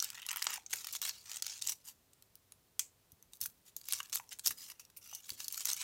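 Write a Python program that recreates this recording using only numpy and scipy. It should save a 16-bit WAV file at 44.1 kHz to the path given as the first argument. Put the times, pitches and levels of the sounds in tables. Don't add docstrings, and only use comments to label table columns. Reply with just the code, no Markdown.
import sys
import numpy as np
from scipy import signal
from scipy.fft import rfft, irfft
from scipy.io import wavfile
from scipy.ndimage import uniform_filter1d

SR = 44100
rng = np.random.default_rng(int(sys.argv[2]) if len(sys.argv) > 2 else 0)


def output_pcm(signal):
    pcm = np.clip(np.atleast_2d(signal).T, -1, 1) * 32767
    wavfile.write(sys.argv[1], SR, np.round(pcm).astype(np.int16))


N = 257103

# (time [s], level [dB], body near 1.5 kHz [dB], sheen near 12 kHz [dB],
# decay time of the scattered waves [ms])
CREASE_SNAPS = [(0.002, -29, -18.5, -15, 0.23), (0.0251, -29.5, -34, -2, 0.89), (0.0442, -31, -26, 2, 0.8),
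                (0.1028, -38, 6.5, 2, 0.42), (0.2651, -37.5, -2, 0, 0.99), (0.2883, -33.5, 9.5, -6, 2.4),
                (0.2933, -37.5, 2, -15, 2.2), (0.3084, -36, 8, -10, 1.1), (0.3142, -32.5, 11.5, -1, 1.3),
                (0.3292, -37, 30, 14.5, 3.1), (0.3607, -35.5, 25, 6, 0.69), (0.3704, -32, 24.5, 15.5, 0.99),
                (0.421, -37, 23, 5, 0.56), (0.4248, -28.5, 7, -1, 0.94), (0.443, -34.5, -4, 6, 0.87),
                (0.4685, -27, 9.5, -31, 1), (0.5046, -37.5, 18, 1, 2.6), (0.5396, -35, -11, 1, 5.5),
                (0.663, -42, -6, -15, 3), (0.7297, -31.5, -1, -22, 3.4), (0.7356, -30.5, 5.5, -2, 1.6),
                (0.8451, -38, 5, -2, 3.3), (0.87, -36.5, 0.5, -5.5, 1.6), (0.9266, -35.5, -20, 11, 2),
                (1.017, -32, 5, 3, 0.97), (1.0273, -37, 6, -4, .8), (1.0526, -39, 14, -11, 6.7),
                (1.0894, -36, -4, 20, 1.5), (1.0939, -32.5, -0.5, -24, 0.71), (1.3161, -38.5, 7, -6, 1.9),
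                (1.3594, -39.5, -1, -4, 2), (1.369, -37, 0, -8, 2.7), (1.4233, -30, -3.5, -5.5, 2),
                (1.4656, -34, 3.5, -7.5, 1.5), (1.6162, -47, 0, -12, 1.6), (1.6224, -33, -16, -17, 0.73),
                (1.6735, -29, -24, -6, 1.3), (1.6865, -34.5, 1, -5, 0.64), (1.694, -27.5, -1.5, 1.5, 6.5),
                (2.1332, -58, -12, -4, 2), (2.2241, -52.5, 0, 2.5, 0.9), (2.355, -44.5, -10, 7, 0.51),
                (2.5214, -48.5, 1, 0, 1.6), (2.7938, -30, -2, -3, 0.72), (2.7967, -38, -10, -16, 0.86),
                (3.1195, -52, -16, 11, 2), (3.226, -51.5, 3, 7, 0.86), (3.3344, -47, -5.5, -7, 0.42),
                (3.4134, -29, -11, 9, 2.8), (3.4375, -34, -12, 7.5, 4.7), (3.459, -32, 1, 9.5, 2.8),
                (3.7652, -34.5, -9.5, 2.5, 1.7), (3.8139, -48.5, 3, 3.5, 1.2),
                (3.8865, -34.5, 12, 12.5, 0.69), (3.9244, -26.5, 2, 3.5, 0.56),
                (3.9345, -27.5, 2, -1.5, 0.76), (4.003, -36.5, 15, -9, 1.4), (4.0304, -45.5, -4, 0, 0.81),
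                (4.0976, -50, 5, -3, 1.2), (4.1284, -32.5, -1, -9, 4.8), (4.145, -36, -1, 7, .8),
                (4.1508, -32.5, -10, 4, 2.5), (4.1567, -28, 0, 3.5, .4), (4.1985, -45.5, 29, -15, 1.1),
                (4.2918, -51, -16, -2, 1.4), (4.3884, -46.5, 12, 10, 0.53), (4.3945, -39.5, -7.5, -6, 2.1),
                (4.461, -25.5, -6, -4.5, 2.5), (4.4645, -30, -3, -5, 0.93), (4.4722, -22, -4, 2.5, 1.3),
                (4.4789, -27, -4, 2, 0.87), (4.5071, -33, 13, 7.5, 7.5), (4.7004, -43, 6.5, 0.5, 3),
                (4.7963, -44, 3, 0, 11), (4.851, -54, -9, -6, 1.6), (4.9004, -58, 5, -2, 3),
                (4.9707, -41, -19, 10, 7.7), (5.149, -36.5, -17, 0.5, 5.7), (5.2938, -39.5, 12.5, 3, 0.43),
                (5.3037, -34, -1, 2, 0.54), (5.4033, -38, 5, -3, 2.5), (5.4438, -39, -42, -3, 6.4),
                (5.4821, -33, -10, -2.5, 1.2), (5.525, -35, -10, 7, 2.2), (5.6545, -26, -0.5, 4, 2.7),
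                (5.7324, -29, -27, -0.5, 0.76), (5.766, -39, -3, 16, 1.2)]
# (time [s], level [dB], pitch [Hz])
POCKET_POPS = [(.0252, -46, 1200), (.4685, -55, 700), (0.579, -51, 810), (0.734, -38, 1710),
               (3.457, -51, 1370), (4.0031, -42.5, 1320), (4.199, -47.5, 950), (4.4797, -56, 466),
               (4.5084, -53, 1610), (5.128, -54.5, 820), (5.291, -64, 1220)]
# (time [s], relative level [dB], pitch [Hz])
SHELL_BUMPS = [(.469, -61, 410), (.736, -63.5, 427), (1.72, -75.5, 310), (3.125, -65, 107),
               (3.42, -66.5, 102), (3.479, -75, 99), (4.489, -61.5, 67.6), (4.504, -67.5, 256),
               (5.311, -67.5, 99), (5.317, -66, 262)]
# (frequency [Hz], relative level [dB per Hz])
FOIL_SPECTRUM = [(150, -48), (250, -28.5), (430, -23.5), (651, -21.5), (880, -11.5), (1150, -11),
                 (1450, -7.5), (1610, -12), (2200, -7.5), (2910, -3), (3650, -3.5), (6140, 1), (7700, 0),
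                 (10000, -2.5), (12500, 0.5), (15200, -3), (16000, -1)]
# (frequency [Hz], width [Hz], lift [dB])
SHELL_MODES = [(5900, 280, -1), (7160, 480, 1.5), (13100, 500, 1)]
# (frequency [Hz], time to fall 60 dB [s])
ROOM_DECAY = [(200, 0.84), (1200, 0.18), (3000, 0.11), (7000, 0.15), (15000, 0.16)]
# (frequency [Hz], relative level [dB per Hz])
HISS_SPECTRUM = [(15, -45), (25, -9.5), (92, -4), (242, -10.5), (301, -13), (416, -12.5), (451, -13),
                 (840, -17.5), (1040, -17.5), (1520, -21), (2350, -21.5), (3920, -21), (13600, -23.5),
                 (14800, -17), (16000, -35.5)]
# (start [s], end [s], middle pitch [Hz], width [Hz], lift [dB])
TAUT_PATCHES = [(0.17, 0.273, 3070, 1600, 12.5), (1.09, 1.247, 4400, 700, 11), (4.567, 4.73, 5100, 603, 8),
                (4.783, 5.207, 2740, 447, 12.5), (4.96, 5.2, 5900, 750, 12)]
# (frequency [Hz], width [Hz], lift [dB])
WRAPPER_MODES = [(2400, 600, 11), (7350, 4000, 16)]
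# (start [s], end [s], relative level [dB], hardest moment [share of pull 0-1],
# body [dB], sheen [dB], part that crumples rather than slides [0-1])
FINGER_PULLS = [(0.0, 0.109, -48, 0.27, 5, -12, 0.33), (0.114, 0.271, -50, 0.51, 9.5, -6.5, 0.94),
                (0.278, 0.427, -49, 0.58, 15.5, -19, 1), (0.381, 0.482, -44.5, 0.83, 10.5, -5, .85),
                (0.476, 0.577, -41.5, 0.27, 9.5, -9.5, 0.63), (0.695, 0.831, -44.5, 0.42, 0, -3.5, 0.46),
                (0.828, 0.923, -50, 0.62, 1.5, -8.5, 0), (0.927, 0.971, -39, 0.82, 0, -8, 0.4),
                (1.013, 1.113, -39.5, 0.14, 0.5, -6.5, 0.54), (1.11, 1.27, -57, 0.22, 2.5, -4, 0),
                (1.255, 1.401, -49, 0.46, 4, -9, 0.23), (1.42, 1.599, -45.5, 0.52, -0.5, -12.5, 0.58),
                (1.612, 1.734, -41.5, 0.86, -2.5, -5.5, 0.54), (1.842, 1.922, -51.5, .6, 1, -0.5, 0.53),
                (3.32, 3.375, -58, 1, -15, 1, 1), (3.403, 3.472, -42.5, 0.34, -3.5, 5.5, .45),
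                (3.651, 3.701, -57, 0.74, 0.5, -1.5, 0.17), (3.762, 3.833, -62, .15, -12, -1, 1),
                (3.833, 3.883, -53, 0.85, -3, -4, 0.82), (3.879, 4.005, -42, 0.28, -0.5, -6, 0.54),
                (4.026, 4.15, -58, 0.15, 5, -2, 0.94), (4.121, 4.182, -37.5, 0.52, 1.5, -3, 0.94),
                (4.308, 4.339, -44.5, 0.53, 0.5, -7.5, 0.64), (4.436, 4.525, -40.5, 0.27, -4, -1.5, 0.5),
                (4.572, 4.683, -48.5, 0.47, -2, -2.5, 0), (4.676, 4.722, -48, 0.94, 11.5, 1.5, .06),
                (4.79, 4.86, -68, .1, -1, -4, .2), (4.963, 4.988, -55.5, .2, 9.5, 12, 0.4),
                (5.011, 5.211, -52.5, 0.64, 0.5, 0.5, 0.15), (5.22, 5.373, -51.5, 0.42, -1, -5, 0.84),
                (5.374, 5.474, -49, 0.27, 2.5, -2, 0.1), (5.5, 5.644, -42.5, 0.69, -1, -4.5, 0.84),
                (5.646, 5.747, -37, 0.47, 0.5, -7, 0.37), (5.761, 5.859, -40.5, 0.6, 1, -9.5, 0.62)]


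def amp(db):
    return 10 ** (np.asarray(db) / 20)


def evened(x):
    return x / np.sqrt(np.mean(x ** 2) + 1e-20)


def read(points, hz):
    f, value = np.transpose(points)
    return np.interp(np.log(hz + 1), np.log(f + 1), value)


def add(mix, s, sound):
    part = mix[max(round(s * SR), 0):][:len(sound)]
    part += sound[:len(part)]


def hump(hz, centre, width):
    return 1 / (1 + (2 * (hz - centre) / width) ** 2)


def causal(db):
    log_gain = np.log(amp(np.maximum(db, db.max() - 80)))
    circle = np.concatenate([log_gain, log_gain[-2:0:-1]])
    return np.exp(np.conj(signal.hilbert(circle)))[:len(db)]


def resonate(x, hz, width):
    pole = np.exp((2j * np.pi * hz - np.pi * width) / SR)
    return signal.lfilter([1], [1, -pole], x).real


def foil_colour(hz, body_db, sheen_db):
    body = read([(400, 0.36), (1300, 1), (2300, 0.84), (4400, 0)], hz)
    sheen = read([(7000, 0.029), (11500, 0.99)], hz)
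    return read(FOIL_SPECTRUM, hz) + body_db * body + sheen_db * sheen


def background(hiss_db=-72, hum_hz=100, hum_db=-84):
    hz = np.fft.rfftfreq(N, 1 / SR)
    hiss = irfft(rfft(rng.standard_normal(N)) * amp(read(HISS_SPECTRUM, hz)), N)
    hum = np.sin(2 * np.pi * hum_hz * np.arange(N) / SR)
    return amp(hiss_db) * evened(hiss) + amp(hum_db) * hum


def pulling(t, swell_db=11.5, ease_db=10, grip_s=0.0021, let_go_s=0.0027,
            settle_db=-22.5, settle_db_per_s=123):
    grid = np.arange(0, N, 64) / SR
    start, end, db, hardest, *character = np.transpose(FINGER_PULLS)[:, :, None]
    along = np.clip((grid - start) / (end - start), 0, 1)
    hardest = np.clip(hardest, .02, .98)
    swell = swell_db * (1 - along / hardest)
    ease = ease_db * (along - hardest) / (1 - hardest)
    effort_db = db - np.maximum(swell, ease)
    after = np.maximum(grid - end, 0)
    creep = amp(db + settle_db - settle_db_per_s * after)
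    moving = amp(effort_db) * np.exp(-after / let_go_s) + creep
    power = (moving * np.clip((grid - start) / grip_s, 0, 1)) ** 2 + 1e-16
    total = power.sum(0)
    controls = [10 * np.log10(total)] + [(power * c).sum(0) / total for c in character]
    return [np.interp(t, grid, c) for c in controls]


def crackle(per_s, spread_db, ring_s, tone=0.72, count=32, size=512):
    t, out = np.arange(size) / SR, np.zeros(N)
    force = np.minimum(rng.exponential(1, N), 3)
    sizes = amp(spread_db * force) * (rng.random(N) < per_s / SR)
    facet = rng.integers(0, count, N)
    for k, hz in enumerate(np.geomspace(1300, 15000, count)):
        click = rng.standard_normal(size) * np.exp(-t / ring_s)
        ring = np.sin(2 * np.pi * hz * t) * np.exp(-t * hz / 5)
        grain = evened(click) + tone * np.sqrt(hz / 6000) * evened(ring)
        out += signal.oaconvolve(sizes * (facet == k), grain)[:N]
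    return evened(out)


def rub(level_db=-1.0, catch_db=2.5, patchy_db=2.5, taut_rise=0.095, size=512):
    t = np.arange(N) / SR
    db, body_db, sheen_db, crumple = pulling(t)
    share = np.clip(crumple, 0, 1)
    sliding = np.sqrt(1 - share) * crackle(6000, 2.6, 0.00054)
    crumpling = np.sqrt(share) * crackle(480, 4.9, 0.002)
    hz, at, z = signal.stft(sliding + crumpling, SR, nperseg=size, noverlap=size * 3 // 4)
    body_at = np.interp(at, t, body_db)[:, None]
    sheen_at = np.interp(at, t, sheen_db)[:, None]
    colour = foil_colour(hz, body_at, sheen_at)
    colour += sum(lift * hump(hz, f, width) for f, width, lift in SHELL_MODES)
    for start, end, f, width, lift in TAUT_PATCHES:
        along = (at[:, None] - start) / (end - start)
        pitch = f * (1 + taut_rise * (along - .5))
        colour += lift * ((along > 0) & (along < 1)) * hump(hz, pitch, width)
    patches = uniform_filter1d(rng.standard_normal(colour.shape), size=14, axis=0)
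    patches = uniform_filter1d(patches, size=5, axis=1)
    gain = amp(colour + patchy_db * evened(patches))
    gain /= np.sqrt(np.mean(gain ** 2, axis=1, keepdims=True))
    sound = signal.istft(z * gain.T, SR, nperseg=size, noverlap=size * 3 // 4)[1][:N]
    catches = uniform_filter1d(rng.standard_normal(N), size=260)
    catches = np.clip(evened(catches), -2, 2)
    return sound * amp(db + level_db + catch_db * catches)


def snap(db, body_db, sheen_db, ring_ms, size=2048, scatter=0.33, flutter=0.044, flutter_s=0.0049,
         facet_hz=5614, facet_spread_oct=0.455, facet_db=11, sharpness=12):
    t, hz = np.arange(size) / SR, np.fft.rfftfreq(size, 1 / SR)
    span = .0036 * SR
    pitch = facet_hz * 2 ** (facet_spread_oct * rng.standard_normal())
    ring_s = max(ring_ms, .2) / 1000
    fade = scatter * np.exp(-t / ring_s) + flutter * np.exp(-t / flutter_s)
    waves = rng.standard_normal(size) * fade
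    waves[0] = rng.choice([-1, 1])
    colour = foil_colour(hz, body_db, sheen_db) + facet_db * hump(hz, pitch, pitch / sharpness)
    click = irfft(rfft(waves) * causal(colour))
    return amp(db) * click * np.sqrt(span) / np.linalg.norm(click)


def snaps():
    out = np.zeros(N)
    for s, *crease in CREASE_SNAPS:
        add(out, s, snap(*crease))
    return out


def small_snaps(count=300, spread_db=6, colour_spread_db=5, sheen_lift_db=3, ring_ms=1.0):
    out, chance = np.zeros(N), rng.uniform(-1.1, 1, (count, 4))
    times = (np.arange(count) + 1 + chance[:, 0]) * N / SR / count
    for s, db, body_db, sheen_db, _, (_, force, body, sheen) in zip(times, *pulling(times), chance):
        level = db + spread_db * force
        crease_body = body_db + colour_spread_db * body
        crease_sheen = sheen_db + sheen_lift_db + colour_spread_db * sheen
        add(out, s, snap(level, crease_body, crease_sheen, ring_ms))
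    return out


def pops(ring_s=0.0021, sharpness=2.5, size=2048):
    t, out = np.arange(size) / SR, np.zeros(N)
    for s, db, hz in POCKET_POPS:
        push = 0.095 * rng.standard_normal(size) * np.exp(-t / ring_s)
        push[0] = 1
        width = hz / sharpness
        swing = resonate(resonate(push, hz, width), hz, width)
        tock = np.diff(swing, prepend=0)
        add(out, s, amp(db) * tock / np.sqrt(np.mean(tock[:size // 8] ** 2)))
    return out


def bumps(decay_s=0.01, rise_s=0.001, size=8192):
    t, out = np.arange(size) / SR, np.zeros(N)
    for s, db, hz in SHELL_BUMPS:
        flesh = resonate(resonate(rng.standard_normal(size), hz, hz), hz, hz)
        tone = np.sin(2 * np.pi * hz * t)
        envelope = (1 - np.exp(-t / rise_s)) * np.exp(-t / decay_s)
        add(out, s, 2 * amp(db) * (tone + evened(flesh)) * envelope)
    return out


def wrapper_ring(crack_s=2.7936, ring_db=-41, ring_t60=0.2, strike_db=13, strike_s=0.005, size=16384):
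    t, hz, out = np.arange(size) / SR, np.fft.rfftfreq(size, 1 / SR), np.zeros(N)
    colour = read(FOIL_SPECTRUM, hz)
    colour += sum(lift * hump(hz, f, width) for f, width, lift in WRAPPER_MODES)
    modes = irfft(rfft(rng.standard_normal(size)) * amp(colour))
    fade = amp(strike_db) * np.exp(-t / strike_s) + np.exp(-np.log(1000) * t / ring_t60)
    add(out, crack_s, amp(ring_db) * evened(modes) * fade)
    return out


def room(x, table_db=-11, table_s=.0014, wet_db=-14, size=16384):
    taps = rng.standard_normal(size) * (rng.random(size) < .12) * (np.arange(size) > .003 * SR)
    hz, t, z = signal.stft(taps, SR, nperseg=256)
    decay = np.exp(-np.log(1000) * t / read(ROOM_DECAY, hz)[:, None])
    tail = signal.istft(z * decay, SR, nperseg=256)[1]
    sway = np.sin(2 * np.pi * (.7 * np.arange(N) / SR + rng.random()))
    delay = np.round(table_s * SR * (1 + .3 * sway)).astype(int)
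    bounce = x[np.maximum(np.arange(N) - delay, 0)]
    reverb = signal.fftconvolve(x, tail / np.linalg.norm(tail))[:N]
    return x + amp(table_db) * bounce + amp(wet_db) * reverb


def scene():
    handling = snaps() + small_snaps() + rub() + pops() + bumps()
    return (room(handling) + wrapper_ring() + background())[None]


def record(dry, low_cut_hz=36, edge_hz=16100):
    cut = signal.sosfilt(signal.butter(4, low_cut_hz, "high", fs=SR, output="sos"), dry)
    low_pass = signal.firwin(301, edge_hz, window=("kaiser", 8), fs=SR)
    return signal.oaconvolve(cut, low_pass[None], "same")


dry = scene()
out = record(dry)
output_pcm(out)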